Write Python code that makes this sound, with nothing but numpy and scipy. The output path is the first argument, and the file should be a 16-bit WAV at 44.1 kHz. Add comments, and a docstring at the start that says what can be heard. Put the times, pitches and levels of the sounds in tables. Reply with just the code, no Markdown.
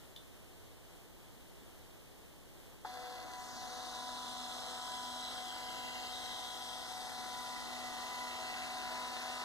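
"""A desk in a quiet room, heard on the two microphones of a hand-held phone. A mouse clicks, then a small
thermal receipt printer starts with a knock and feeds paper steadily. Its stepper motor sings at fixed
multiples of the shaft speed, the 1 kHz tone swelling and dipping about every 0.8 s; every jerk rattles
the gears and rasps the paper. The phone swings down to the printer and creeps in from 32 to 22 cm; its
stereo is widened by subtracting from each microphone a delayed copy of the other."""
import sys
import numpy as np
from scipy import signal
from scipy.fft import rfft, irfft, next_fast_len
from scipy.io import wavfile
from scipy.ndimage import map_coordinates

SR = 44100
rng = np.random.default_rng(int(sys.argv[2]) if len(sys.argv) > 2 else 0)


def store_pcm(level_fs):
    """Save levels as 16-bit WAV."""
    pcm = np.round(np.clip(level_fs, -1, 1) * 32767).astype(np.int16)
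    wavfile.write(sys.argv[1], SR, np.atleast_2d(pcm).T)


N = 416304
TIME = np.arange(N) / SR


def amp(db):
    """Decibels to gain."""
    return 10 ** (np.asarray(db) / 20)


def unit(x):
    """Scale to rms 1."""
    return x / np.sqrt(np.mean(x ** 2) + 1e-20)


def along(points, hz):
    """Read rows of frequency and value at hz, on a log frequency axis."""
    freqs, values = np.transpose(points)
    return np.interp(np.log(hz + 1), np.log(freqs), values)


def curves(rows):
    """One value per sample for each column after the time."""
    times, *columns = np.transpose(rows)
    return [np.interp(TIME, times, column) for column in columns]


def wobble(rate):
    """A smooth random curve, rate knots a second."""
    return map_coordinates(rng.standard_normal(int(N * rate / SR) + 4), [TIME * rate])


def filtered(x, response):
    """x through a complex response of frequency."""
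    size = next_fast_len(N + SR // 2)
    return irfft(rfft(x, size) * response(np.fft.rfftfreq(size, 1 / SR)), size)[..., :N]


def coloured(x, spectrum):
    """x shaped by rows of frequency in Hz and gain in dB, at rms 1."""
    return unit(filtered(x, lambda hz: amp(along(spectrum, hz))))


def gliding_band(x, hz, width_hz, order):
    """x through a pass band whose centre follows hz, at rms 1; a higher order gives steeper sides."""
    carrier = np.exp(2j * np.pi * np.cumsum(hz) / SR)
    lowpass = signal.butter(order, width_hz / 2, fs=SR, output="sos")
    return unit((carrier * signal.sosfilt(lowpass, x / carrier)).real)


def room_tone():
    """The steady dull hum of the room, with microphone hiss on top."""
    # Each row: frequency in Hz, relative level in dB.
    spectrum = [(12, -1), (30, 2), (60, 4.5), (150, 0), (350, -1), (700, -8), (1300, -15), (2400, -16),
                (3200, -14), (5000, -18.5), (9000, -19), (15000, -21)]
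    # How alike the two microphones hear it. Each row: frequency in Hz, coherence.
    coherence = [(60, 0), (250, 0.38), (600, 0.36), (1300, 0), (3000, 0.016)]
    spread = lambda hz: np.arccos(np.clip(along(coherence, hz), -1, 1)) / 2
    noise = rng.standard_normal((2, N))
    mid, side = filtered(noise, lambda hz: np.array([np.cos(spread(hz)), np.sin(spread(hz))]))
    return amp(-56.5 + 0.49 * wobble(7.5)) * coloured(np.array([mid + side, mid - side]), spectrum)


def struck(blows, modes, crack, crack_t60):
    """Each blow rings the modes under a short crack of noise."""
    out, t = np.zeros(N), np.arange(SR // 5) / SR
    ring = sum(amp(db - 60 * t / t60) * np.sin(2 * np.pi * hz * t) for hz, db, t60 in modes)
    for start_s, db in blows:
        burst = crack * amp(-60 * t / crack_t60) * rng.standard_normal(len(t))
        out[round(start_s * SR):][:len(t)] += amp(db) * (ring + burst)
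    return out


def mouse_click():
    """A mouse button snaps down, bounces and is let go softly, a little to the left."""
    # Each row: contact time in seconds, relative level in dB.
    contacts = [(.1625, -40.5), (.1642, -36.5), (.1745, -47), (.248, -57)]
    # Each row: frequency in Hz, relative level in dB, seconds to fall 60 dB.
    button_modes = [(3280, -7, .016), (3560, 0, .014), (3820, -6, .009), (4710, -18, .01),
                    (6300, -15, .005), (10200, -13, .006)]
    snap = struck(contacts, button_modes, crack=0.23, crack_t60=0.0077)
    # So small a part radiates little midrange.
    click = filtered(snap, lambda hz: 1 - 1 / (1 + (hz / 2400) ** 4))
    return click * amp([[-3], [-7]]) + amp(-5) * echoes(click, room_t60=.28, desk_share=.15)


def echoes(x, room_t60, desk_share, desk_t60=.04):
    """Quick reflections off the desk and a room tail, unrelated at the two microphones."""
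    t = np.arange(SR // 2) / SR
    desk, room = unit(amp(-60 * t / desk_t60)), unit(amp(-60 * t / room_t60))
    decay = np.sqrt(desk_share * desk ** 2 + (1 - desk_share) * room ** 2)
    tail = decay * rng.standard_normal((2, len(t)))
    tail /= np.linalg.norm(tail, axis=1, keepdims=True)
    return signal.fftconvolve(x[None], tail, axes=1)[:, :N]


def starting_knock():
    """The gears take up their slack and ring the printer's housing."""
    # Each row: start in seconds, relative level in dB.
    blows = [(2.8487, -40), (2.8512, -39), (2.8535, -39.5)]
    # Each row: frequency in Hz, relative level in dB, seconds to fall 60 dB.
    housing_modes = [(885, -2, 0.02), (990, -7, 0.012), (1340, -7, 0.011), (3460, -11, 0.016)]
    return struck(blows, housing_modes, crack=.05, crack_t60=0.011)


def heard_db(db, away_db, closeness, swing=0, turn_s=0.63):
    """A part's level: offset until the phone turns to it, rising as it nears, swaying with the roller."""
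    # Phone to printer. Each row: time in seconds, distance in metres.
    distance = [(4.0, 0.32), (6.8, 0.31), (8.2, 0.24), (9.44, 0.22)]
    turn_start_s = 3.36
    load_peak_s, roller_turn_s = 3.065, 0.8  # the slightly eccentric roller presses hardest once a turn
    away = 1 - np.clip((TIME - turn_start_s) / turn_s, 0, 1)
    metres, = curves(distance)
    load = 1 + swing * np.cos(2 * np.pi * (TIME - load_peak_s) / roller_turn_s)
    return db + away_db * away + 20 * np.log10(load * (metres[0] / metres) ** closeness)


def surge_db(swing=0.43, swell_s=0.8):
    """Level of the 1 kHz tone: it swells and dips about every 0.8 s, each swell with its own strength."""
    # Each row: crest time in seconds, level in dB about which the tone swings.
    surges = [(3.44, -63), (4.2, -59.5), (5.0, -58), (5.82, -59.5), (6.6, -61.5), (7.41, -59),
              (8.19, -57.3), (8.97, -56.5), (9.6, -52)]
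    crests, db = np.transpose(surges)
    cycles = np.interp(TIME, crests, np.arange(len(crests)))
    cycles += (TIME - np.clip(TIME, crests[0], crests[-1])) / swell_s
    return np.interp(TIME, crests, db) + 20 * np.log10(1 + swing * np.cos(2 * np.pi * cycles))


def motor_tones(angle, waver_db=1.33, flutter_db=3.0):
    """Tones locked to the shaft: coil hum, its whining overtone, 20 steps a turn and fluttering gears."""
    # The hum, and its octave that comes and goes. Each row: time in seconds, relative level in dB.
    hum_levels = [(2.87, -73), (3.41, -74), (3.54, -63), (3.65, -65.5), (4.37, -61.5), (4.89, -67.5),
                  (5.11, -57), (5.33, -63.5), (5.97, -61.5), (6.34, -66.5), (7.63, -63.5), (7.76, -58),
                  (8.16, -63.5), (9.42, -60.5)]
    octave_levels = [(2.87, -76), (2.96, -59), (3.11, -57.5), (3.6, -88), (3.71, -59.5), (4.46, -74),
                     (4.71, -59), (4.95, -83), (5.39, -62), (5.53, -77), (5.59, -64), (7.87, -70.5),
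                     (8.51, -66.5), (8.69, -74), (9.09, -62.5), (9.42, -69)]
    # Gear whine. Each row: multiple of the shaft speed, relative level in dB.
    gear_orders = [(13, -65), (16, -73), (18, -69.5), (19, -80), (21, -65), (24, -78), (25, -71), (26, -69),
                   (29, -69), (30, -71), (31, -80), (34, -73), (35, -75), (37, -75), (39, -75), (40, -66),
                   (42, -77), (55, -72), (72, -74), (76.2, -71), (80, -74), (81.2, -68), (100, -78),
                   (120, -82)]
    tone = lambda order: np.sqrt(2) * np.sin(order * angle + rng.uniform(0, 2 * np.pi))
    hum = amp(curves(hum_levels)[0] + 4) * tone(order=5)
    octave = amp(curves(octave_levels)[0]) * tone(order=10)
    whine_db = heard_db(-56, away_db=0.3, closeness=0.7, swing=0.21)
    whine = amp(whine_db + waver_db * wobble(12)) * tone(order=15)
    steps = amp(surge_db() + waver_db * wobble(9)) * tone(order=20)
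    gears = sum(amp(db + flutter_db * wobble(8)) * tone(order) for order, db in gear_orders)
    gears *= amp(heard_db(-4, away_db=-6, closeness=1.8, turn_s=1.3))
    return hum + octave + whine + steps + gears


def jerks(angle, fall_db, tooth_db, scatter_db):
    """Noise bursts that start sharply and fade: 5 coil pulls per turn, swayed by 8 pinion teeth."""
    since_pull = (5 * angle / (2 * np.pi)) % 1
    db = -fall_db * since_pull + tooth_db * np.cos(8 * angle) + scatter_db * wobble(150)
    return amp(db) * rng.standard_normal(N)


def taps(angle, tooth_db, scatter_db, late_s=.0003):
    """One tiny impact just after each coil pull, hardest when a tooth is engaging."""
    pulls = np.flatnonzero(np.diff(np.floor(5 * angle / (2 * np.pi))) > 0)
    size, lateness = rng.standard_normal((len(pulls), 2)).T
    strength = amp(tooth_db * np.cos(8 * angle[pulls]) + scatter_db * size)
    landings = pulls + np.round(np.abs(lateness) * late_s * SR).astype(int)
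    return np.bincount(landings, strength, N)[:N]


def case_rattle(angle):
    """The motor's jerks shake a midrange rattle out of the case."""
    # Each row: frequency in Hz, relative level in dB.
    spectrum = [(100, -45), (250, -5), (350, -2), (480, -12), (620, 2), (790, 4), (950, -2.5), (1200, -4),
                (1400, -4.5), (1700, -7), (2400, -18.5), (5000, -95)]
    rattle = coloured(jerks(angle, fall_db=10, tooth_db=1.5, scatter_db=1.3), spectrum)
    return amp(heard_db(-55.5, away_db=-0.8, closeness=1, swing=0.078)) * rattle


def gear_chatter(angle):
    """The gear teeth grind and clack at every pull."""
    # Each row: frequency in Hz, relative level in dB.
    spectrum = [(600, -52), (1300, -39), (1650, -16), (2000, 6.5), (2350, -8), (2800, -0.5), (3300, -3.5),
                (4500, -15), (8000, -41)]
    # Each row: time in seconds, relative level in dB.
    levels = [(2.9, -70), (4.3, -68), (5.1, -63.5), (5.9, -59.5), (6.3, -65), (7.3, -60.5), (8.3, -56),
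              (9.4, -55)]
    grind = unit(jerks(angle, fall_db=21, tooth_db=7, scatter_db=1.5))
    clacks = unit(taps(angle, tooth_db=2.5, scatter_db=4))
    return amp(curves(levels)[0]) * coloured(grind + 1.3 * clacks, spectrum)


def frame_ring(angle):
    """Tiny impacts ring the metal frame of the print mechanism."""
    # Each row: resonance in Hz, width in Hz, relative level in dB.
    modes = [(2000, 250, -16), (2850, 300, -15), (3540, 180, 2), (3980, 160, -9), (4290, 200, 3),
             (4650, 300, -6), (4950, 350, -10)]
    metal = lambda hz: sum(amp(db) * 1j * hz * width / (centre ** 2 - hz ** 2 + 1j * hz * width)
                           for centre, width, db in modes)
    ring = unit(filtered(taps(angle, tooth_db=-0.5, scatter_db=3, late_s=.0004), metal))
    return amp(heard_db(-59.5, away_db=3.5, closeness=0.67, swing=0.19)) * ring


def paper_hiss(angle, beam_hz=7160):
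    """Paper drags over the print head; the top beams narrowly and opens up later as the phone turns."""
    # Each row: frequency in Hz, relative level in dB.
    spectrum = [(1000, -32), (2500, -17), (3000, -11), (3500, -5), (3900, -2), (4300, 0), (4800, 2),
                (5400, -1), (6300, -3), (7200, -4.5), (8200, -8), (9200, -9), (11500, -10.8), (13000, -18),
                (15000, -20)]
    hiss = coloured(jerks(angle, fall_db=9, tooth_db=3, scatter_db=.4), spectrum)
    top = filtered(hiss, lambda hz: 1 - 1 / (1 + (hz / beam_hz) ** 10))
    body_db = heard_db(-53.8, away_db=-15.5, closeness=0.59, turn_s=0.2)
    top_db = heard_db(-53.5, away_db=-10.5, closeness=0, turn_s=1.1)
    return amp(body_db) * (hiss - top) + amp(top_db) * top


def paper_slips(angle):
    """The paper jumps forward once per coil pull: an even tick and a short drag."""
    ticks = unit(taps(angle, tooth_db=2, scatter_db=.8))
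    drag = unit(jerks(angle, fall_db=12, tooth_db=2, scatter_db=.4))
    return coloured(.6 * ticks + drag, [(1500, -46), (2400, -18), (2800, 0), (8500, 0), (11000, -10)])


def paper_strip(angle, ring_width_hz=500, rustle_width_hz=2250):
    """The slips ring the free strip, which rustles broadly above its lowest mode."""
    # It rings lower as it lengthens, then springs back as it curls over.
    # Each row: time in seconds, pitch in Hz, relative levels of ring and rustle in dB.
    strip = [(3.15, 6400, -77, -80), (3.36, 6300, -62, -67), (3.5, 4700, -65, -56.5),
             (3.62, 3960, -59, -56), (4.05, 3670, -58.5, -54.5), (4.5, 3400, -56.5, -56.5),
             (4.92, 3370, -53.5, -56), (5.35, 3430, -55.5, -55), (5.58, 3050, -57.5, -56.5),
             (5.92, 2800, -54.5, -55.5), (6.07, 2840, -56, -53), (6.13, 3560, -57, -55),
             (6.5, 3500, -56, -55), (7.1, 3500, -58, -56.5), (9.4, 3570, -65.5, -55.5)]
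    # Bending modes, the higher ones more damped. Each row: multiple of the pitch, relative level in dB.
    modes = [(1, 0), (1.62, -5), (2.4, -8.5)]
    pitch_hz, ring_db, rustle_db = curves(strip)
    slips = paper_slips(angle)
    ring = sum(amp(db) * gliding_band(slips, ratio * pitch_hz, ratio * ring_width_hz, order=2)
               for ratio, db in modes)
    rustle = gliding_band(paper_slips(angle), pitch_hz + rustle_width_hz / 2, rustle_width_hz, order=6)
    return amp(ring_db) * ring + amp(rustle_db) * rustle


def tear_bar_scrape(angle):
    """The paper scrapes over the tear bar in surges."""
    # Each row: time in seconds, resonance in Hz, relative level in dB.
    surges = [(3.45, 3880, -68), (3.85, 3780, -56), (4.35, 3780, -50.3), (4.6, 3780, -53),
              (4.78, 3750, -56.5), (5.08, 3780, -55.5), (5.26, 3730, -48.5), (5.5, 3750, -60),
              (6.03, 4150, -56), (6.14, 3800, -50), (6.32, 3630, -48.3), (6.7, 3600, -53.5),
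              (7.05, 4020, -57.5), (8.1, 4130, -58.5), (9.4, 4050, -56)]
    hz, db = curves(surges)
    return amp(db) * gliding_band(paper_slips(angle), hz, width_hz=780, order=2)


def drifting_echoes(x, drift_s=0.9):
    """One pattern of reflections fades into the next as the phone moves."""
    # Colour of the reflections. Each row: frequency in Hz, gain in dB.
    colour = [(250, 6.5), (700, -11.5), (1400, -1.5), (2500, 2), (3500, -0.5), (5000, -5.5), (8000, 1),
              (13000, 2.5)]
    hop = round(drift_s * SR)
    out, padded = np.zeros((2, N + 2 * hop + SR)), np.pad(x, (0, 2 * hop))
    fade = np.sin(np.pi * np.arange(2 * hop) / (2 * hop))
    for start in range(0, N, hop):
        piece = echoes(fade * padded[start:start + 2 * hop], room_t60=.3, desk_share=.35)
        out[:, start:start + piece.shape[1]] += piece
    return filtered(out[:, :N], lambda hz: amp(along(colour, hz)))


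def at_microphones(direct, reflections):
    """The printer reaches the microphones slightly apart in time; the phone's body hides the right one."""
    # Case and paper radiate from different spots. Each row: frequency in Hz, left's lead in seconds.
    lead = [(250, -.0001), (500, .00011), (750, .0001), (1200, .00015), (2550, .000195), (5000, .00016)]
    # Each row: frequency in Hz, left level minus right in dB.
    shade = [(250, 3), (500, 5.5), (750, 5), (1000, 7), (1400, 9), (2000, 9.5), (2600, 6.5), (3500, 2.5),
             (4400, -0.5), (5200, 0), (6200, 6.5), (8000, 11), (9200, 5.5), (11000, 1.5)]
    pair = filtered(direct, lambda hz: np.exp(1j * np.pi * np.outer([1, -1], hz * along(lead, hz))))
    return filtered(pair + reflections, lambda hz: amp(np.outer([1, -1], along(shade, hz)) / 2))


def printer(start_s=2.85, shaft_hz=49.525):
    """The printer on the desk: a knock, then one shaft drives the tones, the rattles and the paper."""
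    angle = 2 * np.pi * shaft_hz * TIME + 0.0095 * wobble(30)  # steady step clock, some play in the rotor
    running = np.clip((TIME - start_s) / 0.005, 0, 1)
    tones = running * motor_tones(angle)
    rattles = case_rattle(angle) + gear_chatter(angle) + frame_ring(angle)
    paper = amp(0.21 * wobble(22)) * (paper_hiss(angle) + paper_strip(angle) + tear_bar_scrape(angle))
    rasp = running * amp(-3) * (rattles + paper)
    knock = starting_knock()
    reflections = drifting_echoes(rasp + 0.31 * knock + amp(-20) * tones)
    return at_microphones(tones + rasp + knock, reflections)


def scene():
    """Everything that reaches the two microphones."""
    return printer() + mouse_click() + room_tone()


def record(dry, delay_s=1 / 2550, top_hz=15400):
    """The phone's stereo widener subtracts the delayed opposite channel; the highest treble is cut."""
    # Each row: frequency in Hz, share of the opposite microphone subtracted.
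    shares = [(100, .55), (700, .83), (1300, .88), (2250, .83), (2550, .96), (2850, .83), (3800, .45),
              (5000, .15), (15000, .2)]
    opposite = filtered(dry[::-1], lambda hz: along(shares, hz) * np.exp(-2j * np.pi * hz * delay_s))
    return filtered(dry - opposite, lambda hz: hz < top_hz)


dry = scene()
out = record(dry)
store_pcm(out)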